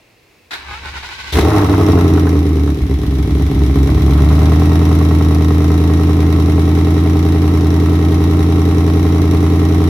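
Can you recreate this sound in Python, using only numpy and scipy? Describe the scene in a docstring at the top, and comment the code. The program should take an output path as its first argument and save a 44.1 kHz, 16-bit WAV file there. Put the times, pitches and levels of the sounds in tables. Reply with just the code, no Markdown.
"""Concrete driveway, beside the tailpipes: a cross-plane V8 with a loud exhaust is started.
The starter clacks in and labours over seven compressions; the engine catches, flares, sags to a lumpy
idle and rises to a hard cold idle. Two banks fire unevenly into their own pipes; each firing rings the
pipe modes, rasps in the tips and spits gas. Faint traffic behind; the microphone rounds the peaks."""
import sys
import numpy as np
from scipy import signal
from scipy.fft import rfft, irfft, next_fast_len
from scipy.io import wavfile
from scipy.ndimage import uniform_filter1d

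SR = 44100
rng = np.random.default_rng(int(sys.argv[2]) if len(sys.argv) > 2 else 0)


def file_out(sig):
    """Save sig as 16-bit WAV at sys.argv[1]."""
    # one column per channel
    cols = np.atleast_2d(sig).T
    # limit, then scale
    lim = np.clip(cols, -1, 1)
    pcm = np.round(lim * 32767).astype(np.int16)
    wavfile.write(sys.argv[1], SR, pcm)


N = 436149
TIME = np.arange(N) / SR
STARTER_S, CATCH_S = 0.51, 1.321

# compressions while cranking: t/s, relative gear noise/dB, gear noise half-width/s, relative puff/dB
STROKES = [(0.723, -39, 0.052, 1.5), (0.864, -39, 0.034, 4.5), (0.961, -36, 0.024, 0),
           (1.043, -38, 0.021, -4), (1.118, -39.5, 0.021, -25), (1.198, -40, 0.019, -13.5),
           (1.274, -40.5, 0.025, -2)]
# gas hiss spectrum: f/Hz, level/dB
HISS = [(1290, -2.5), (2200, 2), (2550, -4.5), (3250, -3), (3580, -4.5), (3870, -0.5), (4170, -6.5),
        (4680, -9), (5620, -6.5), (6690, -15), (7330, -16), (8800, -19.5), (9890, -12.5), (15200, -17.5),
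        (16000, -31)]


def undb(db):
    """Decibels to gain."""
    return 10 ** (np.asarray(db) / 20)


def unit(x):
    """Scale to rms 1."""
    return x / np.sqrt(np.mean(x ** 2))


def held(x, span_s=0.18):
    """Scale to a running rms of 1; single beats survive."""
    size = int(span_s * SR / 2) + 1
    power = np.mean(np.atleast_2d(x) ** 2, axis=0)
    running_power = uniform_filter1d(uniform_filter1d(power, size), size)
    return x / np.sqrt(running_power + power.mean() / 1000)


def ramp(t, start_s, length_s):
    """Linear rise from 0 to 1."""
    return np.clip((t - start_s) / length_s, 0, 1)


def curve(points, t=TIME):
    """Interpolate (t/s, value) points."""
    return np.interp(t, *np.transpose(points))


def shape(x, response):
    """Filter by a function of frequency."""
    size = next_fast_len(N + SR // 2, True)
    hz = np.maximum(np.arange(size // 2 + 1) * SR / size, 1)
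    return irfft(rfft(x, size) * response(hz), size)[..., :N]


def colour(x, points, db_scale=1):
    """Filter by (f/Hz, level/dB) points joined on a log-frequency axis."""
    f, db = np.transpose(points)
    return shape(x, lambda hz: undb(db_scale * np.interp(np.log(hz), np.log(f), db)))


def ring(x, modes):
    """Resonances (f/Hz, width/Hz, level/dB); neighbours alternate in sign, as in a pipe."""
    return shape(x, lambda hz: sum((-1) ** k * undb(db) / (1 + 1j * (hz * hz - f * f) / (hz * width))
                                   for k, (f, width, db) in enumerate(modes)))


def ring_detuned(x, modes, ratio):
    """Resonances shifted together by a moving pitch ratio."""
    clock = np.cumsum(ratio) / SR
    warped = np.interp(TIME, clock, x, right=0)
    return np.interp(clock, TIME, ring(warped, modes))


def cut(x, hz, kind, order=2):
    """Butterworth high-pass or low-pass."""
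    return signal.sosfilt(signal.butter(order, hz, kind, fs=SR, output="sos"), x + 1e-18)


def pulses(times_s, sizes):
    """One click at each time."""
    return np.bincount(np.clip(times_s * SR, 0, N).astype(int), sizes, N + 1)[:N]


def fade(x, decay_s):
    """Give each click an exponential tail."""
    return signal.lfilter([1], [1, -np.exp(-1 / (decay_s * SR))], x + 1e-18)


def driveway(x, decay_s=0.14, crossover_hz=620):
    """Mono to stereo: lows reach the two microphone ports out of step, highs with early reflections."""
    # scatter off ground and bodywork: f/Hz, side level/dB
    spread = [(80, -34), (170, -27), (300, -21), (420, -12), (550, -5), (800, -8), (1300, -5), (2500, -2)]
    t = TIME[:SR // 10]
    echoes = rng.standard_normal(len(t)) * np.exp(-t / decay_s)
    reflected = signal.fftconvolve(x, echoes / np.linalg.norm(echoes))[:N]
    highs = cut(reflected, crossover_hz, "high", order=6)
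    lows = shape(x, lambda hz: 1j / np.sqrt(1 + (hz / crossover_hz) ** 12))
    side = colour(lows + highs, spread)
    return np.array([x + side, x - side])


def street(level_db=-51.5, swell_db=0.4):
    """Distant traffic: gently swelling noise, mono in the bass."""
    # traffic spectrum: f/Hz, level/dB
    spectrum = [(18, -37), (30, -7), (65, 0), (119, 0), (171, -8), (415, -4), (567, -9), (1410, -17),
                (2630, -9), (3070, -19), (4310, -18), (8690, -29), (15000, -30)]
    swell = np.interp(TIME, np.linspace(0, TIME[-1], 80), rng.standard_normal(80))
    air = rng.standard_normal(N) + cut(rng.standard_normal((2, N)), 280, "high")
    return undb(level_db + swell_db * swell) * unit(colour(air, spectrum))


def pinion():
    """The starter pinion is thrown in: two clacks."""
    # impacts: t/s, level/dB, decay/s
    clacks = [(0.509, -24, 0.063), (0.534, -24.5, 0.013)]
    # impact spectrum: f/Hz, level/dB
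    spectrum = [(88, -70), (150, -42), (306, -7), (441, -21), (495, -38), (578, -14), (787, -10),
                (1300, -11), (1490, -2), (3150, -12.5), (3750, -6), (6180, -23.5), (15000, -35)]
    blows = sum(undb(db) * fade(pulses(np.array([s]), [1.0]), decay_s) for s, db, decay_s in clacks)
    return uniform_filter1d(blows, size=220) * unit(colour(rng.standard_normal((2, N)), spectrum))


def starter_motor(running, tooth_hz=519, spin_up_s=0.11, gear_db=-38.5, grind_db=-47, brush_db=-40.5):
    """Teeth rattle the housing, whine and grind, brushes whirr; compressions load and slow the motor."""
    # starter and bell housing modes: f/Hz, width/Hz, level/dB
    housing = [(377, 63, -5.5), (902, 76, 4), (1130, 66, 2.5), (1320, 100, -3.5), (1575, 38, 7),
               (1770, 67, 1), (2020, 100, -9), (2270, 120, 0.5), (2680, 130, -4.5), (3170, 110, -14),
               (3800, 80, -14), (3940, 110, -3), (5560, 83, -12)]
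    # motor whirr spectrum: f/Hz, level/dB
    whirr_spectrum = [(110, -9), (180, -23), (370, -12), (536, -33), (670, -9), (884, -11), (1010, -22),
                      (1100, -8), (1260, -15), (1540, -26), (1890, -11), (2030, -8.5), (3290, -10.5),
                      (4260, -12), (15000, -45)]
    # tooth scrape spectrum: f/Hz, level/dB
    grind_spectrum = [(2500, -20), (3900, 7.5), (5600, -3), (8000, -13), (12000, -14), (16000, -24)]
    # tooth-rate harmonics 2 to 6: level/dB
    whine_db = [-49, -45, -49, -53, -55]
    speed_sag, ring_sag, mesh_jitter, tooth_scatter_db = 0.022, 0.018, 0.021, 4.5
    squeeze = sum(undb(db + 3) * np.exp(-np.abs((TIME - s) / width_s) ** 2.6)
                  for s, db, width_s, _ in STROKES)
    load = unit(cut(squeeze, 9, "low", order=1)) / 2
    spin_up = 1 - np.exp(-np.maximum(TIME - STARTER_S, 0) / spin_up_s)
    build = ramp(TIME, STARTER_S, length_s=1)

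    (force, polarity), brush_noise, scrape_noise = rng.standard_normal((3, 2, N))
    jitter = 1 + mesh_jitter * unit(cut(rng.standard_normal(N), 60, "low"))
    mesh_cycles = np.cumsum(tooth_hz * spin_up * (1 - speed_sag * load) * jitter) / SR
    strikes = np.diff(np.floor(mesh_cycles), prepend=0)
    teeth = strikes * np.sign(polarity + 0.3) * undb(tooth_scatter_db * force)

    rattle = held(driveway(ring_detuned(teeth, housing, 1 - ring_sag * load)))
    whirr = unit(colour(brush_noise, whirr_spectrum))
    gears = (undb(gear_db) * running + squeeze) * (rattle + undb(-2) * cut(whirr, 3200, "low"))
    harmonics = sum(undb(db) * np.sin(2 * np.pi * k * mesh_cycles) for k, db in enumerate(whine_db, 2))
    whine = (0.4 + load) * driveway(harmonics)
    scrape = fade(np.abs(teeth), decay_s=0.00083) * scrape_noise
    grind = undb(grind_db) * build * (1 + load) * unit(colour(scrape, grind_spectrum))
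    brushes = undb(brush_db + 8 * build) * (1 + load / 3) * cut(whirr, 1330, "high")
    return gears + running * (whine + grind + brushes)


def cranking_puffs(running, level_db=-33.5, turbulence_db=-9, width_s=0.0464):
    """Pistons pump cold air down the pipe; each stroke swells its lowest mode."""
    # pipe mode: f/Hz, width/Hz, level/dB
    mode = [(73, 32, 0)]
    pushes = sum(undb(db) * np.exp(-((TIME - s) / width_s) ** 2) for s, _, _, db in STROKES)
    tone_hz = 65.5 + 5 * pushes
    tone = (pushes + 0.18 * running) * np.sin(2 * np.pi * np.cumsum(tone_hz) / SR)
    air = (pushes + 0.44 * running) * unit(ring(rng.standard_normal(N), mode))
    return undb(level_db) * (tone + undb(turbulence_db) * air)


def starter():
    """The pinion engages and the motor cranks until the engine catches."""
    running = ramp(TIME, STARTER_S, 0.028) * (1 - ramp(TIME, CATCH_S, 0.095))
    return pinion() + starter_motor(running) + cranking_puffs(running)


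def catch(width_hz=650, hiss_db=-4.5, woof_db=-12.5, woof_attack_s=0.07, woof_decay_s=0.24):
    """The first firings blow the pipes clear: sharp barks over a woof of gas."""
    # first firings: t/s, level/dB, decay/s, f/Hz
    barks = [(1.325, -20.5, 0.022, 3520), (1.352, -18, 0.011, 1100), (1.37, -17.5, 0.011, 1700),
             (1.386, -14.5, 0.012, 1810), (1.405, -26.5, 0.034, 3760)]
    # woof spectrum: f/Hz, level/dB
    woof = [(70, -30), (115, 3), (180, -14), (290, -5), (440, -6), (540, -19), (3000, -60)]
    out = 0
    for s, db, decay_s, hz in barks:
        gas = rng.standard_normal((2, N))
        burst = unit(ring(gas, [(hz, width_hz, 0)])) + undb(hiss_db) * unit(colour(gas[::-1], HISS))
        out += undb(db) * ramp(TIME, s, 0.0036) * np.exp(-np.abs(TIME - s) / decay_s) * burst
    swell = ramp(TIME, CATCH_S, woof_attack_s) * np.exp(-np.abs(TIME - CATCH_S) / woof_decay_s)
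    return out + undb(woof_db) * swell * unit(colour(rng.standard_normal(N), woof))


def pops(width_hz=730, decay_s=0.012, gain_db=1):
    """Overfuelled firings burst from the tips as short, round puffs."""
    # bursts: t/s, relative level/dB, f/Hz
    bursts = [(1.511, -14, 950), (1.557, -25, 1150), (1.589, -14, 1050), (1.621, -15, 750),
              (1.69, -17, 850), (1.736, -15, 1150), (1.795, -22, 700), (1.81, -16, 700), (1.885, -25, 1100),
              (1.909, -29, 800), (1.974, -20, 1200), (1.987, -20, 800), (2.009, -21, 1200),
              (2.176, -18, 1060), (2.267, -19, 1200), (2.352, -26, 750), (2.675, -26, 1100),
              (3.888, -21, 850), (4.179, -21, 1150), (4.315, -22, 1050), (4.42, -25, 950),
              (4.521, -32, 1000)]
    out, t = np.zeros(N), TIME[:SR // 10]
    envelope = ramp(t, 0, 0.001) * np.exp(-t / decay_s)
    for s, db, hz in bursts:
        gas = signal.lfilter(*signal.iirpeak(hz, hz / width_hz, fs=SR), rng.standard_normal(len(t)))
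        start = int(s * SR)
        out[start:start + len(t)] += undb(db + gain_db) * envelope * unit(gas)
    return cut(cut(out, 450, "high"), 1450, "low", order=4)


def clatter(times_s, spit, lugging, scatter_db=3):
    """Each spit rings the metal in a different mix; lower modes take over when the engine lugs."""
    # metal modes: f/Hz, width/Hz, level at speed/dB, level lugging/dB
    modes = [(2220, 150, -9, -2), (3440, 90, -13, 2), (3820, 60, 2, -3), (3950, 70, -2, -2),
             (5560, 120, -4, -13), (5790, 140, -4, -6)]
    draws = rng.standard_normal((len(times_s), len(modes))).T
    out = 0
    for (hz, width_hz, db, lug_db), draw in zip(modes, draws):
        sizes = (spit + 0.45) * undb(db + (lug_db - db) * lugging + scatter_db * draw)
        out += ring(pulses(times_s, sizes), [(hz, width_hz, 0)])
    return unit(driveway(out))


def gas_hiss(times_s, spit, lugging, effort_db, idle_db=-33, clatter_db=-11):
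    """Gas rushes from the tips; each spit surges the flow, adds a bright edge and rings the metal."""
    flow_noise, spit_noise = rng.standard_normal((2, 2, N))
    spits = pulses(times_s, spit)
    flow = (1 + 1.5 * fade(spits, decay_s=0.015)) * flow_noise
    edges = cut(9 * fade(spits, decay_s=0.001) * spit_noise, 9000, "high", order=1)
    rush = unit(colour(flow + edges, HISS))
    gain = ramp(TIME, CATCH_S, 0.0031) * undb(idle_db + 0.69 * effort_db)
    return gain * held(rush + undb(clatter_db) * clatter(times_s, spit, lugging))


def tip_rasp(fronts_s, sizes, bounce_s=0.0037, bounce_gain=0.35, bounce_scatter=0.04):
    """Steep fronts, a quick echo of each and turbulence ring the tips; part leaves as a crack."""
    # tailpipe modes: f/Hz, width/Hz, level/dB
    modes = [(627.4, 50, 5), (786.5, 60, 5), (901, 28.4, 7), (1064, 102, -2), (1310, 53, -2),
             (1886, 30, -2), (2056, 51, -5), (2660, 130, -12.5)]
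    delays_s = bounce_s * (1 + bounce_scatter * rng.standard_normal(len(fronts_s)))
    fronts = pulses(fronts_s, sizes) + bounce_gain * pulses(fronts_s + delays_s, sizes)
    turbulence = (fade(fronts, decay_s=0.007) + 0.15) * rng.standard_normal(N)
    blast = unit(fronts) + undb(-3.5) * unit(turbulence)
    crack = cut(cut(blast, 700, "high"), 1300, "low", order=8)
    rasp = unit(ring(blast, modes)) + undb(-5) * unit(crack)
    return held(cut(rasp, 437, "high", order=6))


def stumble_db(t, width_s=0.018):
    """Level change around the weak firings of the sagging idle."""
    # stumbles: t/s, change/dB
    stumbles = [(1.67, -2), (2.745, -7), (2.78, -17), (2.806, -21), (2.9, 2), (2.945, -2), (2.988, 0),
                (3.026, 1), (3.053, -20), (3.143, -5), (3.175, -4), (3.237, -4), (3.297, -5), (3.418, -5),
                (3.461, -3), (3.51, -17), (3.535, -16), (3.662, -1), (3.89, -12), (3.942, -12), (4.013, -4),
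                (4.105, -4)]
    return sum(db * np.exp(-((t - s) / width_s) ** 2) for s, db in stumbles)


def pipes(times_s, near, push, gain, rebound_s=0.017, fill_s=0.19, flutter_db=-29, flutter_hz=45.1):
    """Each bank's pulses ring its own pipe: boom (first mode), drone (next two), bark (upper modes)."""
    # pipe modes: f/Hz, width/Hz, far bank level/dB, near bank level/dB
    boom_modes = [(73.7, 8.8, 10, 7.5)]
    drone_modes = [(103.2, 8.4, 6, 7.5), (140.6, 41.3, 2, 2.5)]
    bark_modes = [(295.3, 27.4, -3, -4), (348, 12.2, -5, -19), (407.4, 33.5, -20, -9),
                  (462.6, 12.6, -20, -17)]
    # mode pitch as the gas heats and cools: t/s, ratio
    tuning = [(1.3, 1.048), (1.8, 0.996), (2.3, 0.98), (2.9, 0.96), (3.9, 0.971), (4.7, 1), (9.89, 1)]
    # upper mode trim: t/s, level/dB
    bark_trim = [(1.5, -5), (1.85, -1.5), (2.4, -1), (3.1, -2), (3.5, -1.5), (3.85, 0), (4.25, -5.5),
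                 (4.7, -4.5), (6.0, -3.5)]
    banks = [uniform_filter1d(pulses(times_s, push * side), size=9) for side in (~near, near)]

    def both_banks(modes):
        return sum(ring_detuned(bank, np.array(modes)[:, [0, 1, 2 + k]], curve(tuning))
                   for k, bank in enumerate(banks))

    # an open pipe radiates little below its first mode
    boom = held(cut(cut(both_banks(boom_modes), 60, "high", order=5), 308, "low", order=4))
    drone = held(cut(cut(both_banks(drone_modes), 82.4, "high", order=4), 370, "low", order=4))
    bark = held(cut(cut(both_banks(bark_modes), 140, "high"), 520, "low", order=10), span_s=0.27)
    bark *= undb(curve(bark_trim))
    # a stumble chokes the boom; the unburnt charge booms just after
    boom *= undb(stumble_db(TIME) - 0.48 * stumble_db(TIME - rebound_s))
    flutter = undb(flutter_db) * unit(cut(rng.standard_normal(N), flutter_hz, "low"))
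    bass_fill = 1 - 0.63 * np.exp(-np.abs(TIME - CATCH_S) / fill_s)
    # the second mode swings against the first
    return gain["drone"] * drone - bass_fill * gain["boom"] * (boom + flutter) - gain["bark"] * bark


def voice_gains(firing_hz, effort_db):
    """Each exhaust voice follows the effort and peaks at the firing rate that suits its modes."""
    # per voice: level/dB, effort slope/(dB/dB), best firing rate/Hz, loss an octave away/dB
    voices = {"boom": (-9.5, 0.54, 72, 39.5), "drone": (-14.5, 1.04, 66.5, 29.5),
              "bark": (-13.5, .5, 89, 24.5), "rasp": (-29, 1.16, 105, 7.5)}
    # per voice: rise after the catch/s
    swell_s = {"boom": .04, "drone": .3, "bark": .06, "rasp": .055}
    gain = {}
    for name, (db, slope, best_hz, loss_db) in voices.items():
        level_db = db + slope * effort_db - loss_db * np.log2(firing_hz / best_hz) ** 2
        gain[name] = ramp(TIME, CATCH_S, swell_s[name]) * undb(level_db)
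    return gain


def firings(firing_hz, start_s=1.3, lug_hz=66.5, smooth_hz=78.9, settle_s=0.8, harden_s=4.7):
    """Time, bank and strengths of each firing; scatter grows after the catch and when lugging."""
    # in firing order: lateness/firing intervals, pulse/dB, rasp/dB, spit/dB, change when lugging/dB
    cylinders = [(0.5076, 4, 0, -37, 0.5), (0.5034, -0.7, -0.5, -25, 0), (0.40546, 3.7, -2.5, -2.5, -1),
                 (0.5119, 0, -3.5, -36, 1), (0.4224, 5, -3.5, -6.5, -1), (0.46146, 1.5, 4, -3, 2),
                 (0.54, 1, -1, -20, 3.5), (.41, -0.5, 5, -1.5, 0)]
    # in firing order: bank (0 far, 1 near)
    banks = [0, 0, 1, 0, 1, 1, 0, 1]
    # extra rasp of the fifth in the order, strongest while cold: t/s, level/dB
    fifth_rasp = [(3.9, 1.5), (4.6, 8), (7.0, 8), (7.9, 3.5)]
    rasp_scatter_db, spit_scatter_db, fifth_lead_s = 1.7, 3, 0.003
    cycles = np.cumsum(firing_hz * (TIME > start_s)) / SR
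    index = np.arange(int(cycles[-1]))
    slot = index % len(cylinders)
    near, fifth = np.array(banks, bool)[slot], slot == 4
    late, pulse_db, rasp_db, spit_db, lug_db = np.array(cylinders)[slot].T
    due_s = np.interp(index + late, cycles, TIME)
    lugging = np.interp(np.interp(due_s, TIME, firing_hz), [lug_hz, smooth_hz], [1, 0])
    scatter_db = 0.9 + 2.1 * lugging + 2.6 * np.exp((CATCH_S - due_s) / settle_s)
    draws = np.clip(rng.standard_normal((len(index), 4)), -1.6, 1.6)
    time_draw, strength_draw, rasp_draw, spit_draw = draws.T

    # the crank runs ahead and behind; weak burning also scatters the timing
    lope = (0.012 + 0.08 * lugging) * unit(uniform_filter1d(rng.standard_normal(len(index)), size=6))
    jitter = 0.0083 * scatter_db ** 2 * time_draw
    times_s = np.interp(index + late + lope + jitter, cycles, TIME)
    fronts_s = times_s - fifth_lead_s * fifth  # its steep front outruns its pulse

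    strength_db = scatter_db * strength_draw + lugging * lug_db + 0.15 * stumble_db(due_s)
    contrast = 0.094 + 0.446 * ramp(due_s, harden_s, 0.7)  # cylinders differ more at cold idle
    rasp_db = contrast * rasp_db + curve(fifth_rasp, due_s) * fifth + rasp_scatter_db * rasp_draw
    push, edge = undb(strength_db + pulse_db), undb(strength_db + rasp_db)
    spit = undb(spit_db + spit_scatter_db * spit_draw)
    return times_s, fronts_s, near, lugging, push, edge, spit


def engine(idle_effort_db=-29):
    """Speed and effort drive the firings, which ring the pipes, rasp in the tips and spit gas."""
    # engine speed: t/s, firing rate/Hz
    speed = [(1.3, 57.85), (1.42, 74.83), (1.5, 102.06), (2.0, 87.91), (2.6, 76.17), (2.85, 65.29),
             (4.05, 68.11), (4.25, 73.77), (4.65, 81.8), (5.3, 80.67), (6.0, 82.3), (6.5, 82.04),
             (7.0, 84.13), (7.7, 83.82), (8.7, 84.93), (9.89, 85.24)]
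    # how hard it burns through flare, sag and cold idle: t/s, level/dB
    effort = [(1.37, -18.5), (1.44, -23.5), (1.56, -21), (1.68, -26), (1.91, -24.5), (2.53, -34),
              (2.69, -33.5), (2.74, -36), (4.44, -26.5), (5.43, -29), (7.49, -29.5), (9.85, -29)]
    firing_hz, effort_db = curve(speed), curve(effort) - idle_effort_db
    gain = voice_gains(firing_hz, effort_db)
    times_s, fronts_s, near, lugging, push, edge, spit = firings(firing_hz)
    body = pipes(times_s, near, push, gain)
    rasp = gain["rasp"] * tip_rasp(fronts_s, edge)
    hiss = gas_hiss(times_s, spit, lugging, effort_db)
    return driveway(body + rasp + pops()) + hiss


def scene():
    """Starter, exhaust and street; the two microphone ports colour the nearby tailpipes differently."""
    # port imbalance: f/Hz, left minus right/dB
    ports = [(100, 0), (200, .2), (300, -2.8), (420, 3), (600, 6), (1000, -1.7), (2000, -1.3), (4000, 1.2),
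             (8000, 5.4), (14000, 5.2)]
    left, right = engine() + catch()
    exhaust = np.array([colour(left, ports, db_scale=0.5), colour(right, ports, db_scale=-0.5)])
    return starter() + exhaust + street()


def record(dry, ceiling=0.97, top_hz=16000):
    """The microphone rounds the loudest peaks and cuts the top."""
    rounded = dry / (1 + (np.abs(dry) / ceiling) ** 8) ** (1 / 8)
    return signal.sosfilt(signal.ellip(10, 0.2, 80, top_hz, fs=SR, output="sos"), rounded)


dry = scene()
out = record(dry)
file_out(out)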